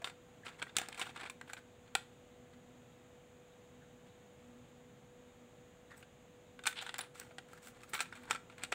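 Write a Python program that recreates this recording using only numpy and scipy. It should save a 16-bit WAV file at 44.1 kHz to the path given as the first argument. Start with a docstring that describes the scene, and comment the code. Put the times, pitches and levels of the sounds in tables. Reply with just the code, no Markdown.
"""Plastic beads picked and threaded over a thin moulded tray, close to a phone microphone in a small room.
A fan hums behind throughout. For the first 1.6 s beads click and slide, ringing the tray, and the room
answers; one loud click follows near 2 s. A lull holds little but the fan, a faint pulsing whisper and
the odd soft rustle or rub. The fingers stir near 5.9 s, and from 6.6 s to the end the beads click
and rustle busily again, with small squeaks of skin and cord on plastic."""
import sys
import numpy as np
from scipy import signal
from scipy.fft import rfft, irfft, next_fast_len
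from scipy.io import wavfile
from scipy.ndimage import map_coordinates

SR = 44100
rng = np.random.default_rng(int(sys.argv[2]) if len(sys.argv) > 2 else 0)


def transcribe(signal):
    """Save signal, clipped to [-1, 1], as a 16-bit WAV file at the path in sys.argv[1]."""
    frames = np.atleast_2d(signal).T
    limited = np.clip(frames, -1, 1)
    pcm = np.round(limited * 32767).astype(np.int16)
    wavfile.write(sys.argv[1], SR, pcm)


N = 385434

# spectrum of the fan's air noise at the microphone: f/Hz, relative level/dB
FAN_AIR = [(15, -13), (40, -2), (75, -6), (120, -1.5), (210, -5.5), (400, -9.5), (750, -10.5), (900, -15.5),
           (3350, -21), (3750, -23), (4300, -29), (5570, -34.5), (6800, -20.5), (8800, -32), (9850, -36.5),
           (13500, -38.5), (15300, -40), (15800, -47), (15950, -91)]
# decay of the small room: f/Hz, t60/s
ROOM_DECAY = [(400, 0.16), (1500, 0.33), (5000, 0.27), (12000, 0.24)]
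# modes of the tray and its beads: f/Hz, width/Hz, relative level/dB
TRAY_MODES = [(232, 47, -29), (302, 54, 8), (376, 110, 8.5), (683, 390, 3.5), (772, 360, 3), (1050, 50, -5),
              (1235, 76, -16), (1334, 86, 8.5), (1436, 130, 3), (1513, 98, 9), (1582, 700, 0.5),
              (1903, 65, 9), (2277, 680, 0.5), (2403, 78, 12.5), (2540, 520, 4), (2826, 160, 14.5),
              (3210, 600, 4.5), (3630, 136, 14.5), (3930, 810, -1.5), (4640, 140, 8), (5940, 1400, -8.5),
              (7000, 130, 14.5), (7970, 930, 8.5), (9220, 200, -2), (10100, 26, 1), (15700, 820, 1)]
# the registers of a contact (knock, clack, tick, sizzle): low f/Hz, high f/Hz, multiple of its t60
REGISTER_BANDS = [(561, 1710, 1.24), (2020, 4600, 1.26), (4560, 9860, 1.05), (9400, 22000, 2.6)]
# skin and cord slipping on plastic: t/s, length/s, first f/Hz, last f/Hz, width/Hz, level/dB
SLIPS = [(0.433, 0.014, 1640, 2060, 300, -55), (3.8, 0.055, 1554, 1550, 500, -70),
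         (5.9, 0.053, 1810, 1780, 398, -59), (5.965, 0.038, 8100, 8100, 700, -65.5),
         (6.764, 0.06, 2810, 3760, 1530, -50), (7.008, 0.01, 9600, 9570, 1590, -42),
         (7.939, 0.071, 1370, 1390, 200, -54)]
# beads sliding and jostling: t/s, length/s, level/dB, hollowness/dB, hardness/dB, fade/dB
# hollowness is the low knock over the clack, hardness the tick over the clack
SLIDES = [(0.041, 0.094, -58.5, 2.5, -1.5, 30), (0.445, 0.064, -52.5, 1, -5, 7),
          (.5, 0.091, -69, 5, -7, 14), (0.581, 0.038, -60, 3, -5, 7), (.67, 0.048, -65, -9, -10, 10),
          (0.751, 0.028, -55, 0, -8, 0), (.771, 0.13, -55.5, 1, -7, 23), (0.86, 0.14, -62.5, 2.5, -8, 1),
          (0.96, 0.095, -51, 0.5, -8, -10), (1.04, 0.082, -58, 2, -2.5, -7),
          (1.124, 0.18, -57.5, 3.5, -7, -3), (1.464, 0.096, -67.5, 0, -2, 6), (1.571, .035, -67, 5, 0, 10),
          (1.855, 0.032, -69, 2, -19, 0), (2.528, .025, -70.5, 4, -9, 2), (4.05, .05, -73, 2, -2, 0),
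          (5.897, 0.081, -71.5, 7, -5, 24), (5.957, .072, -74.5, 5, 6, 7), (6.651, 0.085, -53, -6, -3, 24),
          (6.752, 0.13, -50.5, -8, -12.5, 19), (6.848, 0.12, -59.5, -3, -5, 20),
          (6.937, .045, -58, -1, -7, 17), (6.968, 0.11, -58.5, 1, -8, -3),
          (7.137, 0.083, -61.5, -3, 0.5, -3), (7.195, 0.15, -71.5, 2.5, 0.5, 6),
          (7.474, 0.17, -70, 3.5, -0.5, 11), (7.617, 0.12, -66, -2, 4.5, 11),
          (7.723, 0.14, -70, 2, -3.5, 5), (7.86, 0.12, -69.5, -1, -1, 7), (7.94, 0.041, -48.5, -2, -9, 9),
          (8.002, 0.037, -50.5, -1, 3.5, 18), (8.055, 0.049, -68.5, 1, -6, 7),
          (8.099, 0.13, -64.5, 2.5, -5, -8), (8.203, 0.089, -70.5, 6.5, 0, 3),
          (8.262, 0.096, -63, 5.5, -6, -1), (8.296, 0.016, -51.5, 7, 0, -3),
          (8.316, 0.056, -57.5, 1.5, -2, 10), (8.495, 0.054, -66, 0, -8, 7), (8.571, .06, -65.5, 7, -8, -9),
          (8.627, 0.044, -54, -9, -5, 20), (8.718, 0.0088, -45, 6.5, -1, -10)]
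# single contacts: t/s, level/dB, hollowness/dB, hardness/dB, knock f/Hz, clack f/Hz, t60/s
# the two pitches tell which modes the struck spot favours
CONTACTS = [(.0179, -56.5, 8, -3, 660, 2220, 0.055), (.0433, -30.5, -7, -12.5, 1170, 3520, 0.023),
            (0.073, -39, -2, -9.5, 1460, 2510, 0.017), (0.4649, -37.5, -2.5, -19.5, 1300, 2240, 0.02),
            (.481, -46, -2, -11, 1190, 3110, 0.025), (0.591, -59, -7, -9, 1640, 1910, 0.081),
            (0.6179, -39, 0, -14.5, 1500, 3150, 0.031), (0.6247, -35.5, -0.5, -7, 1590, 2410, 0.027),
            (0.667, -62, 16, -1, 1714, 1930, 0.024), (0.6935, -48, -4, -19, 1380, 3330, 0.028),
            (0.7666, -27.5, -8, 1.5, 1420, 3700, 0.027), (0.7843, -30, -4.5, -0.5, 870, 2360, 0.02),
            (.815, -39, 2.5, -2.5, 790, 3340, 0.014), (0.886, -43, 1, 1.5, 810, 2400, 0.015),
            (0.9266, -40.5, -14, -10.5, 1590, 2430, .019), (0.945, -47, -16, -6, 1530, 2210, 0.036),
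            (0.976, -48.5, -5, -2.5, 780, 2290, 0.066), (0.995, -41.5, -3, 0, 1030, 2190, 0.061),
            (1.0143, -29, -11, -10, 810, 2620, 0.018), (1.0199, -41, -3, -3.5, 1600, 3140, 0.053),
            (1.0644, -47.5, -3, -16, 1410, 3150, .039), (1.092, -43.5, -2.5, -13.5, 830, 3180, .02),
            (1.173, -42, -5.5, -17, 1630, 3400, 0.019), (1.2177, -53.5, 3, -13, 898, 2420, 0.045),
            (1.232, -43.5, -3, -11, 980, 2550, 0.028), (1.26, -45.5, -6, -12, 1570, 2530, 0.057),
            (1.298, -41, -6.5, -2, 1090, 2440, 0.03), (1.412, -45.5, 4, -5, 1660, 1850, 0.017),
            (1.476, -48.5, -2, -21.5, 1480, 2550, 0.014), (1.4923, -52.5, -1, -12, 1560, 2230, 0.049),
            (1.4984, -47.5, 6.5, -6, 1550, 2400, 0.0098), (1.533, -39, -2, -2.5, 1630, 2420, 0.022),
            (1.5666, -48.5, -2.5, -19, 1580, 2290, 0.051), (1.9513, -23.5, -1.5, -2, 820, 2020, 0.016),
            (6.026, -51.5, -2.5, -10.5, 1670, 2610, 0.035), (6.591, -48, 1, -10.5, 1520, 2640, 0.02),
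            (6.6372, -47, -3, -4.5, 1450, 3400, 0.036), (6.656, -35, -1, -10.5, 1390, 2510, 0.02),
            (6.6668, -37, 3.5, 3, 1540, 2170, .058), (6.6713, -26.5, -11, -4, 1500, 2450, 0.032),
            (6.7269, -38, -8, -10, 1350, 2040, 0.017), (6.813, -49, -0.5, -2, 1400, 3550, 0.083),
            (6.823, -45.5, 1, -1.5, 810, 3230, 0.042), (6.8642, -45, 2, -6.5, 1510, 3570, 0.042),
            (6.8916, -36, -3.5, -11.5, 1470, 1980, 0.023), (6.9416, -33.5, -2, -6, 1500, 2050, 0.0099),
            (6.9825, -47.5, -3, 9.5, 1320, 2310, 0.023), (6.99, -38, 2.5, 0, 800, 3900, 0.022),
            (7.0071, -41.5, -5, -14.5, 1450, 4040, 0.047), (7.012, -57, -5, 7, 1490, 2060, 0.018),
            (7.1546, -56, 5, -2.5, 1340, 1850, 0.023), (7.1985, -48, 0.5, 7.5, 1560, 2340, 0.011),
            (7.2144, -49.5, 0.5, -12, 1500, 2050, 0.028), (7.3089, -56, 2.5, -11, 710, 2190, 0.026),
            (7.3829, -40, -3, -8, 887, 1990, .025), (7.532, -59, 12, 4, 1370, 2110, 0.019),
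            (7.6714, -55, 3, 3.5, 1430, 2970, .037), (7.683, -58, 3, 5.5, 810, 2190, 0.024),
            (7.833, -53, -2, -1, 1210, 2550, 0.048), (7.895, -72, -6, 14, 1220, 2610, 0.029),
            (7.934, -37, -2, -4, 1340, 2120, 0.055), (7.942, -48, 9, 8.5, 1290, 1900, 0.044),
            (7.954, -49, -2, -2.5, 1460, 2090, 0.22), (7.978, -39.5, -3, -12, 1310, 1850, 0.012),
            (7.992, -39, 0, -6, 1530, 2400, 0.045), (8.005, -30, -5, -5.5, 1390, 2390, 0.037),
            (8.055, -52, -3, -9, 1700, 2440, 0.047), (8.125, -44.5, 1, -12, 1470, 1860, 0.03),
            (8.153, -54, -6, -4, 1540, 2450, 0.099), (8.237, -54, -7, -14, 1030, 2260, .036),
            (8.2772, -58, 16, -14, 1480, 1990, .008), (8.309, -27, -1.5, -4.5, 1360, 2220, 0.027),
            (8.3479, -41, 4, -7.5, 1370, 2190, 0.029), (8.358, -41.5, -5, -10.5, 1690, 2110, 0.03),
            (8.4983, -52.5, 1, -10.5, 1240, 2360, 0.027), (8.581, -51, -3, -3, 1670, 2380, .025),
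            (8.6194, -54.5, 0, -9, 1400, 2480, 0.11), (8.6358, -30, -8.5, -3.5, 733, 2460, 0.01),
            (8.7242, -34, -10, -9.5, 1410, 2440, 0.04)]
# the whole tray thumps more while fingers press into it: t/s, thump level over the knock/dB
FINGER_PRESS = [(0, -11), (.45, -14.5), (1.25, 0), (1.35, -35), (7.1, -33), (7.3, -7), (7.5, -8),
                (7.93, -3), (7.97, -30), (8.2, -15.5), (8.64, -9), (8.72, -26)]
# colour of the phone microphone: f/Hz, gain/dB
MIC_COLOUR = [(20, -13.5), (90, 1.5), (13500, -1.5), (15300, 4.5), (15800, 10), (16500, -25)]

AIR_DB, BLADE_DB, OCTAVE_DB, WHINE_DB = -62.5, -70.5, -63.5, -90
BLADE_HZ, WHINE_HZ = 245.6, 3760
WHISPER_FIRST_S, WHISPER_EVERY_S, WHISPER_S = 0.575, 0.59, 0.064
WHISPER_HZ, WHISPER_WIDTH_HZ, WHISPER_DB = 3740, 300, -80
MIDDLE_DB, RISE_S = -40, 0.0006  # level and rise of a middling contact
ROOM_DB, MIC_TOP_HZ = -15.5, 16800


def amp(db):
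    """Gain of a level in dB."""
    return 10 ** (np.asarray(db) / 20)


def unit(x):
    """x at rms 1."""
    return x / np.sqrt(np.mean(x ** 2) + 1e-20)


def decay(t, t60):
    """An envelope that falls 60 dB in t60 seconds."""
    return amp(-60 * t / t60)


def along(points, hz):
    """(f/Hz, value) points interpolated on a log axis."""
    f, v = np.transpose(points)
    return np.interp(np.log(hz + 1), np.log(f + 1), v)


def wobble(rate):
    """A smooth random curve, rate knots a second."""
    return map_coordinates(rng.standard_normal(int(N * rate / SR) + 4), [np.arange(N) * rate / SR])


def filtered(x, response):
    """x times a complex response of frequency."""
    m = next_fast_len(N + SR // 2)
    return irfft(rfft(x, m) * response(np.fft.rfftfreq(m, 1 / SR)), m)[..., :N]


def whisper():
    """Faint in the background, a high narrow noise swells softly at an even pace."""
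    t = np.arange(N) / SR
    from_peak = (t - WHISPER_FIRST_S + WHISPER_EVERY_S / 2) % WHISPER_EVERY_S - WHISPER_EVERY_S / 2
    swell = np.exp(-(2 * from_peak / WHISPER_S) ** 2) * amp(WHISPER_DB + 1.2 * wobble(1.8))
    band = lambda hz: np.exp(-((hz - WHISPER_HZ) / WHISPER_WIDTH_HZ) ** 2)
    return swell * unit(filtered(rng.standard_normal(N), band))


def fan():
    """The fan behind the tray: air noise, a wavering blade tone, its steadier octave and a thin whine."""
    air_gain = amp(AIR_DB + 0.49 * wobble(2.74))
    air = air_gain * unit(filtered(rng.standard_normal(N), lambda hz: amp(along(FAN_AIR, hz))))
    phase = 2 * np.pi * np.cumsum(BLADE_HZ + 0.42 * wobble(6.8)) / SR
    blade = wobble(16) * np.sin(phase) + wobble(16) * np.cos(phase)  # comes and goes at random
    whine_gain = amp(WHINE_DB + 3.3 * wobble(4))
    whine = whine_gain * np.sin(2 * np.pi * WHINE_HZ * np.arange(N) / SR + wobble(12))
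    blade_gain = amp(BLADE_DB + 2 * wobble(6))
    octave = amp(OCTAVE_DB + 1.13 * wobble(6)) * np.sin(2 * phase)
    return air + blade_gain * blade + whine + octave


def room(x):
    """The small room's diffuse answer, new as the hands move; each frequency dies at its own speed."""
    out, step = np.zeros(N + 2 * SR), SR // 4
    wall_delay = round(0.008 * SR)
    for at in range(0, N, step):
        hz, t, noise = signal.stft(rng.standard_normal(SR // 3), SR, nperseg=256)
        near = 1 + 0.37 * decay(t, 0.12)  # the floor and the hands answer first and briefly
        tail = signal.istft(noise * near * decay(t, along(ROOM_DECAY, hz)[:, None]), SR, nperseg=256)[1]
        answer = signal.fftconvolve(x[at:at + step], tail / np.linalg.norm(tail))
        out[at + wall_delay:][:len(answer)] += answer
    return out[:N]


def squeaks():
    """Skin and cord stick and slip on plastic: gliding tones that jitter in strength and phase."""
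    out = np.zeros(N)
    for start, length, first_hz, last_hz, width_hz, db in SLIPS:
        u = np.linspace(0, 1, round(length * SR))
        knots = rng.standard_normal((2, 100))
        jitter = [map_coordinates(row, [u * length * width_hz]) for row in knots]
        phase = 2 * np.pi * np.cumsum(first_hz + (last_hz - first_hz) * u) / SR
        rub = jitter[0] * np.sin(phase) + jitter[1] * np.cos(phase)
        out[round(start * SR):][:len(u)] += amp(db) * np.sin(np.pi * u) ** 0.68 * rub
    return out


def tray_response(f):
    """The thin tray's resonances split into the four registers, each with unit power gain."""
    modes = sum((-1) ** k * amp(db) * 1j * f * width / (hz * hz - f * f + 1j * f * width)
                for k, (hz, width, db) in enumerate(TRAY_MODES))
    bands = [signal.butter(3, [lo, hi], "band", fs=SR, output="sos") for lo, hi, _ in REGISTER_BANDS]
    response = np.array([signal.sosfreqz(band, f, fs=SR)[1] for band in bands]) * (modes + amp(-1))
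    return response / np.sqrt(np.mean(np.abs(response) ** 2, axis=1, keepdims=True))


def tray_ring(t, centre_hz, spread):
    """The tray's modes near one pitch, struck together at random strengths; rms near 1."""
    hz, _, db = np.transpose(TRAY_MODES)
    strength = amp(db + 5 * rng.standard_normal(len(hz)))
    weight = strength * np.exp(-(np.log(hz / centre_hz) / spread) ** 2)
    return np.sqrt(2) * weight @ np.sin(2 * np.pi * hz[:, None] * t) / np.linalg.norm(weight)


def register_levels(level_db, hollow_db, hard_db):
    """Knock, clack, tick and sizzle in dB; hard, light contacts have the largest share of sizzle."""
    tick_db = level_db + hard_db
    sizzle_db = tick_db - 16 + 0.79 * hard_db - 0.22 * (level_db - MIDDLE_DB)
    return np.array([level_db + hollow_db, level_db, tick_db, sizzle_db])


def rustles():
    """Sliding beads drive the tray's four registers with tiny contacts in quick, uneven clumps."""
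    taps = (rng.random(N) < 110 / SR) * rng.exponential(1, N)  # single beads touching within the slide
    taps = np.convolve(taps, decay(np.arange(SR // 50) / SR, 0.013))[:N]
    noise = rng.standard_normal(N)
    clumps = amp(2.6 * wobble(900) + 1.4 * wobble(60))
    grit = unit(noise * (0.5 * clumps + 0.8 * taps))
    force = np.zeros((4, N))
    for start, length, level_db, hollow_db, hard_db, fade_db in SLIDES:
        u = np.linspace(0, 1, round(length * SR))
        shape = np.minimum(1, np.minimum(u / 0.21, (1 - u) / 0.35)) * amp(fade_db * (0.5 - u))
        part = force[:, round(start * SR):][:, :len(u)]
        part += amp(register_levels(level_db, hollow_db, hard_db))[:, None] * shape[:part.shape[1]]
    return force * grit


def clicks():
    """Beads strike close to the microphone: a chattering force per register, and the modes they ring."""
    force, tone = np.zeros((4, N + SR)), np.zeros(N + SR)
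    t = np.arange(SR // 10) / SR
    for start, level_db, hollow_db, hard_db, knock_hz, clack_hz, t60 in CONTACTS:
        at = round(start * SR)
        knock_db, clack_db, tick_db, sizzle_db = register_levels(level_db, hollow_db, hard_db)
        thump_db = knock_db + np.interp(start, *np.transpose(FINGER_PRESS))
        rise = RISE_S * amp(-0.2 * (level_db - MIDDLE_DB) - 0.4 * hard_db)  # quicker when loud or hard
        swell = 1 - np.exp(-t / max(0.78 * rise, 1e-4))
        chatter = swell * rng.standard_normal(len(t))
        chatter[round(rise * SR)] -= 7  # the hardest instant of the blow
        snap = 2.8 * decay(t, 0.0019)
        chatter_db = (knock_db - 4, clack_db - 4, tick_db, sizzle_db)
        for row, db, (_, _, stretch) in zip(force, chatter_db, REGISTER_BANDS):
            row[at:][:len(t)] += amp(db) * chatter * (decay(t, stretch * t60) + snap)
        thump = amp(thump_db) * decay(t, 0.016) * tray_ring(t, 250, spread=0.94)
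        knock = amp(knock_db - 1) * decay(t, 1.57 * t60) * tray_ring(t, knock_hz, spread=0.062)
        clack = amp(clack_db + 3.5) * decay(t, 0.47 * t60) * tray_ring(t, clack_hz, spread=0.066)
        tone[at:][:len(t)] += swell * (thump + knock + clack)
    return force[:, :N], tone[:N]


def scene():
    """Beads and tray up close, the small room around them, the fan behind; mono."""
    click_force, click_tone = clicks()
    beads = click_tone + squeaks() + filtered(click_force + rustles(), tray_response).sum(axis=0)
    return (beads + amp(ROOM_DB) * room(beads) + fan() + whisper())[None]


def record(dry):
    """The phone microphone colours both ends of the band and keeps nothing above its limit."""
    return filtered(dry, lambda hz: amp(along(MIC_COLOUR, hz)) * (hz < MIC_TOP_HZ))


dry = scene()
out = record(dry)
transcribe(out)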